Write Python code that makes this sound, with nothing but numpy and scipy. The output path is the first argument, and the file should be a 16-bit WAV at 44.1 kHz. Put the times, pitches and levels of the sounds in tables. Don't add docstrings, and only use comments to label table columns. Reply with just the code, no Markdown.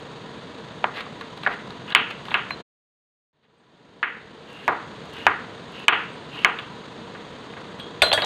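import sys
import numpy as np
from scipy import signal
from scipy.fft import rfft, irfft
from scipy.io import wavfile

SR = 44100
rng = np.random.default_rng(int(sys.argv[2]) if len(sys.argv) > 2 else 0)


def int16_out(signal):
    q = np.round(np.clip(np.atleast_2d(signal).T, -1, 1) * 32767)
    wavfile.write(sys.argv[1], SR, q.astype(np.int16))


def boost(x):
    u = np.asarray(x, float) / 20
    return 10 ** u


N = 363825

# t/s, peak/dB, low board resonance f/Hz, high over low resonance level/dB, room level/dB
BLOWS = [(.8418, -4, 950, -7, -17.5), (1.4635, -6.5, 694, 27, -27), (1.4661, -15, 720, 11, -20.5),
         (1.4735, -8.5, 800, -1, -19.5), (1.9494, 3.5, 1201, 12, -14), (2.3423, -2.5, 1144, 7.5, -11.5),
         (4.0287, 1, 1306, -30, -8), (4.679, -1.5, 910, -3.5, -9), (5.2668, 2.5, 1077, -7.5, -12.5),
         (5.8820, 4.5, 1133, 7.5, -9), (6.4470, 4.5, 1080, 5.5, -16)]


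def rms_one(x):
    return x / np.sqrt(np.mean(x ** 2) + 1e-20)


def at_hz(rows, hz, column=1):
    rows = np.array(rows)
    return np.interp(np.log(hz), np.log(rows[:, 0]), rows[:, column])


def low_pass(x, top_hz, order):
    return signal.sosfilt(signal.butter(order, top_hz, fs=SR, output="sos"), x)


def band(x, low_hz, high_hz, order=2):
    return signal.sosfilt(signal.butter(order, [low_hz, high_hz], "band", fs=SR, output="sos"), x)


def resonate(x, hz, width_hz):
    r = np.exp(-np.pi * width_hz / SR)
    feedback = [1, -2 * r * np.cos(2 * np.pi * hz / SR), r * r]
    return signal.lfilter([(1 - r * r) / 2, 0, (r * r - 1) / 2], feedback, x)


def twice(x, hz, width_hz):
    y = resonate(resonate(x, hz, width_hz), hz, width_hz)
    return y / abs(y).max()


def add(out, s, x):
    i = round(s * SR)
    out[i:i + len(x)] += x[:max(N - i, 0)]


def muffle(x, top_hz=4200):
    return band(low_pass(x, top_hz, order=6), 180, 6500, order=1)


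def hum():
    # f/Hz, density level/dB
    spectrum = [(15, -58.5), (25, -27.5), (144, -1), (233, -1), (274, -3), (469, -8), (582, -7), (871, -10),
                (970, -7.5), (2360, -18), (3720, -15), (5430, -34.5), (6730, -34.5), (10100, -51.5),
                (15500, -61.5)]
    # f/Hz, width/Hz, level/dB
    peaks = [(143, 400, -27.5), (460, 47, 6.5), (975, 34, -4), (1800, 190, -10), (4560, 490, -4.5),
             (6616, 570, 1), (8510, 700, 6.5)]
    hz = np.fft.rfftfreq(N, 1 / SR) + 1
    shape = boost(at_hz(spectrum, hz))
    for peak_hz, width_hz, db in peaks:
        shape *= 1 + boost(db) / (1 + (2 * (hz - peak_hz) / width_hz) ** 2)
    noise = irfft(shape * rfft(rng.standard_normal(N)), N)
    flutter = boost(1.0 * rms_one(band(rng.standard_normal(N), 16, 33, order=1)))
    return rms_one(noise) * flutter * boost(-39.5)


def kitchen(feed):
    # f/Hz, t60/s, level/dB
    decay = [(193.9, 0.16, -1), (476, 0.32, 9), (1020, .4, -2), (2080, 0.49, 1), (3300, 0.47, 3),
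             (4540, .25, -3), (7950, 0.098, -23)]
    near_db, near_s = 12, 0.013
    far_db, far_delay_s, far_spread_s = 2, 0.043, 0.016
    t = np.arange(SR // 2) / SR
    edges = 150 * 2 ** np.arange(0, 6.1, 0.5)
    tail = np.zeros(len(t))
    for low, high in zip(edges, edges[1:]):
        hz = np.sqrt(low * high)
        fall = boost(at_hz(decay, hz, column=2) - 60 * t / at_hz(decay, hz))
        tail += fall * band(rng.standard_normal(len(t)), low, high, order=3)
    near = near_db * np.exp(-(t / near_s) ** 2)
    far = far_db * np.exp(-((t - far_delay_s) / far_spread_s) ** 2)
    tail *= 0.22 * (1 - np.exp(-t / 0.0051)) * boost(near + far)
    return signal.fftconvolve(feed, tail)[:N]


def thumps():
    # t/s, level/dB, f/Hz
    shakes = [
        (3.344, -34, 150),
        (4.681, -36, 113),
        (5.269, -34, 90),
        (8.02, -29, 75),
        (8.129, -33, 102),
        (8.18, -36, 104),
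    ]
    out, t = np.zeros(N), np.arange(SR // 8) / SR
    for s, db, hz in shakes:
        add(out, s, boost(db) * np.sin(2 * np.pi * hz * t) * np.exp(-t / 0.023))
    return out


def treble_bursts(rows, length_s, top_hz):
    out, t = np.zeros(N), np.arange(1024) / SR
    for s, db in rows:
        burst = band(rng.standard_normal(len(t)) * np.exp(-t / length_s), 3000, top_hz, order=1)
        add(out, s, boost(db) * burst / abs(burst).max())
    return out


def crackles():
    # t/s, peak/dB
    fibres = [(1.21, -45), (1.3738, -48), (1.436, -45), (1.5351, -50), (1.704, -52), (1.8997, -46),
              (2.1056, -44), (2.2533, -44), (2.5047, -44), (4.5291, -43), (5.055, -49), (5.0974, -54),
              (5.1337, -43), (5.7194, -49), (5.7944, -46), (6.5879, -47), (7.796, -46)]
    return treble_bursts(fibres, length_s=0.005, top_hz=9000)


def snaps():
    # t/s, peak/dB
    edge_hits = [(0.8415, -42), (1.95, -2.5), (2.3416, -30), (4.6645, -47), (4.6793, -19.5), (4.6934, -40),
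                 (5.2639, -44), (5.881, -30), (6.4456, -31), (8.0217, -6.5), (8.1296, -15), (8.2474, -21)]
    return treble_bursts(edge_hits, length_s=0.00025, top_hz=8000)


def knocks(rows, contact_s, ragged, damping, crack_db, spread, counter_db):
    # delay/s, level/dB
    echoes = [(.0022, -5.5), (.0045, -23.5), (0.0081, -11)]
    direct, feed, t = np.zeros(N), np.zeros(N), np.arange(2048) / SR
    click = 1.0 * (t == 0)
    for s, db, low_hz, high_hz, tilt_db, room_db in rows:
        contact = np.exp(-t / contact_s) * (1 - np.exp(-t / contact_s * 3))
        chatter = rng.standard_normal(len(t)) * contact
        push = ragged * chatter - click
        low = twice(push, low_hz, damping * low_hz)
        high = twice(push, high_hz, damping * high_hz)
        edge = twice(push, 1.42 * high_hz, 800)
        body = muffle(low + boost(tilt_db) * (high - boost(-10) * edge))
        body *= boost(db) / abs(body).max()
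        add(direct, s, body + boost(db + crack_db) * band(chatter, 4500, 15000, order=1))
        for delay, echo_db in echoes:
            add(direct, s + delay, boost(echo_db + room_db - 6) * body)
        wide = twice(click, low_hz, spread * low_hz)
        wide = wide + boost(tilt_db - 7) * twice(click, high_hz, spread * high_hz)
        wide = low_pass(wide, 1.26 * high_hz, order=3)
        weight_db = counter_db + 18.5 - 16 * np.log2(low_hz / 1030)
        counter = boost(weight_db) * resonate(click, 320, 200)
        add(feed, s, boost(db + room_db - 7.0) * (wide + counter))
    return np.array([direct, feed])


def taps():
    # t/s, peak/dB, high resonance f/Hz, high over low level/dB, room level/dB
    touches = [(.978, -23, 1600, 5.5, -11.5), (1.065, -24, 1980, -15, -28), (1.21, -18, 3190, -3, -18.5),
               (1.274, -34, 2260, -15, -28), (1.374, -29, 3560, 16, -21), (1.433, -19, 2960, 4, -16),
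               (1.705, -22.5, 3450, 9, -20), (1.879, -24, 2950, -3, -16), (1.903, -20, 3260, 7, -12),
               (1.922, -14.5, 2850, 10.5, -9), (2.104, -26, 1950, 6, -45), (2.253, -24.5, 3570, 6, -16),
               (2.283, -20.5, 2860, -1, -16), (2.307, -18.5, 2830, 16, -16), (2.315, -12.5, 2130, 1, -18.5),
               (2.506, -12.5, 1880, 4, -20.5), (6.360, -28, 2790, -1, -11), (6.587, -15.5, 2590, 12, -14),
               (7.147, -32.5, 1800, 2, -3), (7.536, -26, 1800, 5, -26), (7.566, -25.5, 2190, -8, -10),
               (7.797, -28.5, 3310, 17.5, -8.5)]
    rows = [(s, db, 1030, *rest) for s, db, *rest in touches]
    return knocks(rows, contact_s=0.0018, ragged=0.98, damping=0.45, crack_db=-53.5, spread=1.3,
                  counter_db=-4.5)


def laying_down():
    # t/s, peak/dB, high resonance f/Hz, high over low level/dB, room level/dB
    contacts = [
        (8.0191, -0.5, 2450, 21, -18),
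        (8.0236, -2.5, 3300, 5.5, -9),
        (8.1167, -4.5, 2530, 4.5, -20),
        (8.1285, -3.5, 3500, 21, -15),
        (8.132, -4, 3100, 4.5, -14.5),
        (8.176, -11.5, 1610, 18, -9),
        (8.179, -12.5, 1750, -20, -5),
        (8.22, -10, 3300, 14, -7),
        (8.242, -12.5, 3300, -1, -20.5),
    ]
    rows = [(s, db, 650, *rest) for s, db, *rest in contacts]
    return knocks(rows, contact_s=0.0015, ragged=0.42, damping=0.78, crack_db=-29, spread=2.3,
                  counter_db=-8)


def blade():
    # f/Hz, level/dB, t60/s
    steel_modes = [(614, -1.5, 0.07), (1464, -10.5, 0.09), (1750, -10, 0.078), (3289, -12, 0.36),
                   (3563, -5.5, 0.11), (3813, -22.5, 0.3), (4105, -20, 0.69), (4580, -20, 0.2),
                   (6100, -22, 0.068), (8000, -23, 0.14), (8355, -21, .15), (9080, -15.5, 0.072),
                   (10280, -46.5, 0.097)]
    # t/s, level/dB, hand damps after/s, damping/dB, mode f/Hz
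    pings = [
        (2.505, -13.5, 0.034, 29, 4105),
        (3.58, -32.5, .02, 18.5, 8355),
        (6.128, -36, .04, 20, 8355),
        (7.798, -20.5, 0.11, 8, 3289),
        (7.8, -34, .04, 16, 8355),
        (8.032, 3, 0.095, 8, 4105),
        (8.131, -4, .13, 5, 3289),
        (8.222, -5, .05, 5, 3813),
        (8.223, -24, .03, 8, 614),
    ]
    # t/s, level/dB, damped after/s, rattle/dB
    clangs = [
        (8.021, -8.5, 0.07, -28.5),
        (8.131, -11, 0.16, -29),
    ]
    out, t = np.zeros(N), np.arange(SR // 3) / SR
    strikes = []
    for s, db, free_s, held_db, hz in pings:
        nearest = min(steel_modes, key=lambda mode: abs(mode[0] - hz))
        strikes.append((s, db, free_s, held_db, [nearest], -120))
    for s, db, free_s, rattle_db in clangs:
        strikes.append((s, db, free_s, 8, steel_modes, rattle_db))
    for s, db, free_s, held_db, modes, rattle_db in strikes:
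        damped = (1 - np.exp(-t / 0.001)) * boost(-np.clip(600 * (t - free_s), 0, held_db))
        for hz, level_db, t60 in modes:
            if hz > 5000 and len(modes) > 1:
                level_db += max(rattle_db + 26.5, -12)
            beat = 1 + 0.2 * np.sin(2 * np.pi * (hz / 90 * t + rng.random()))
            tone = np.sin(2 * np.pi * (hz * t + rng.random()))
            add(out, s, boost(db + level_db - 60 * t / t60) * beat * damped * tone)
        rattle = band(rng.standard_normal(len(t)), 5500, 9700, order=1)
        fall = boost(rattle_db - 60 * t / 0.069) + boost(rattle_db - 7.0 - 60 * t / 0.47)
        add(out, s, rattle * damped * fall)
    return out


def cutting():
    # start/s, end/s, rub/dB, creak/dB, crisp/dB
    strokes = [(0.932, 1.023, -34, -61, -62), (1.441, 1.466, -37, -47, -70),
               (1.508, 1.551, -37.5, -52, -71), (1.862, 1.94, -48, -43, -70), (2.1, 2.121, -33, -45, -68),
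               (2.243, 2.34, -52, -51.5, -67), (3.424, 3.46, -37.5, -59, -71),
               (4.437, 4.683, -48, -48, -68), (5.105, 5.27, -45, -45, -66), (5.714, 5.85, -46, -46, -71),
               (6.305, 6.45, -44, -40.5, -66.5)]
    slips_per_s, slip_jitter, slip_s = 56, 0.2, 0.006
    press_share, let_go_s = 0.31, 0.0082
    clumps = boost(3 * rms_one(band(rng.standard_normal(N), 30, 82, order=1)))
    bursting = rng.random(N) < 7000 / SR
    clicks = bursting * boost(2.4 * rng.exponential(1, N)) * rng.choice([-1, 1], N) * clumps

    chance = rng.standard_normal((1000, 2))
    at = (np.cumsum(np.exp(slip_jitter * chance[:, 0])) * SR / slips_per_s).astype(int)
    starts, r = np.zeros(N), np.exp(-2 / (slip_s * SR))
    starts[at[at < N]] = boost(1.2 * chance[at < N, 1])
    slips = 0.5 + rms_one(signal.lfilter([1], [1, -2 * r, r * r], starts + 1e-18))

    rub = rms_one(muffle(band(clicks, 940, 3300, order=1)))
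    creak = rms_one(resonate(resonate(slips * rng.standard_normal(N), 2830, 520), 2830, 520))
    crisp = rms_one(band(clicks + 2 * clumps * rng.standard_normal(N), 5000, 10000, order=1))
    out, t = np.zeros(N), np.arange(N) / SR
    for s, end, rub_db, creak_db, crisp_db in strokes:
        end = min([end] + [blow for blow, *_ in BLOWS if blow > s])
        build, release = (t - s) / (press_share * (end - s)), (end - t) / let_go_s
        press = np.clip(np.minimum(build, release), 0, 1)
        out += press * (boost(rub_db) * rub + boost(creak_db) * creak + boost(crisp_db) * crisp)
    return out


def chops():
    rows = [(s, db, hz, 1.93 * hz, *rest) for s, db, hz, *rest in BLOWS]
    return knocks(rows, contact_s=0.0013, ragged=0.31, damping=0.68, crack_db=-62, spread=1.14,
                  counter_db=1)


def ducking():
    # start t/s, depth/dB, hold/s
    dips = [
        (1.928, 9.5, 0.027),
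        (2.322, -0.5, 0.019),
        (5.854, 6.5, 0.069),
    ]
    t, down_db = np.arange(N) / SR, np.zeros(N)
    for start, depth_db, hold in dips:
        recovery = np.exp(-np.maximum(t - start - hold, 0) / 0.0013)
        down_db += depth_db * np.clip((t - start) / 0.004, 0, 1) * recovery
    return boost(-down_db)


def silence_and_return():
    cut_s, cut_fade_s, back_s = 2.608, 0.02, 3.33
    fade_from_s, fade_s, fade_power = 3.184, 1.74, 1.63
    t = np.arange(N) / SR
    before = np.clip(1 - (t - cut_s) / cut_fade_s, 0, 1) ** 2
    after = np.clip((t - fade_from_s) / fade_s, 0, 1) ** fade_power
    return np.where(t < back_s, before, after)


def scene():
    chop, chop_feed = chops()
    tap, tap_feed = taps()
    drop, drop_feed = laying_down()
    cuts, steel = cutting(), blade()
    feed = chop_feed + tap_feed + boost(-4) * drop_feed + boost(-28.0) * cuts + boost(-22.0) * steel
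    around = muffle(kitchen(feed), top_hz=4170) + hum() + steel
    close = chop + boost(-3.5) * tap + drop + thumps() + snaps() + crackles() + cuts
    return (close + ducking() * around)[None]


def top_cut(x):
    return signal.sosfilt(signal.butter(12, 16480, fs=SR, output="sos"), x)


def record(dry):
    flat = np.clip(dry * silence_and_return(), -1, 1)
    mix = signal.sosfilt(signal.cheby2(10, 22, 15600, fs=SR, output="sos"), flat)
    return top_cut(mix)


dry = scene()
out = record(dry)
int16_out(out)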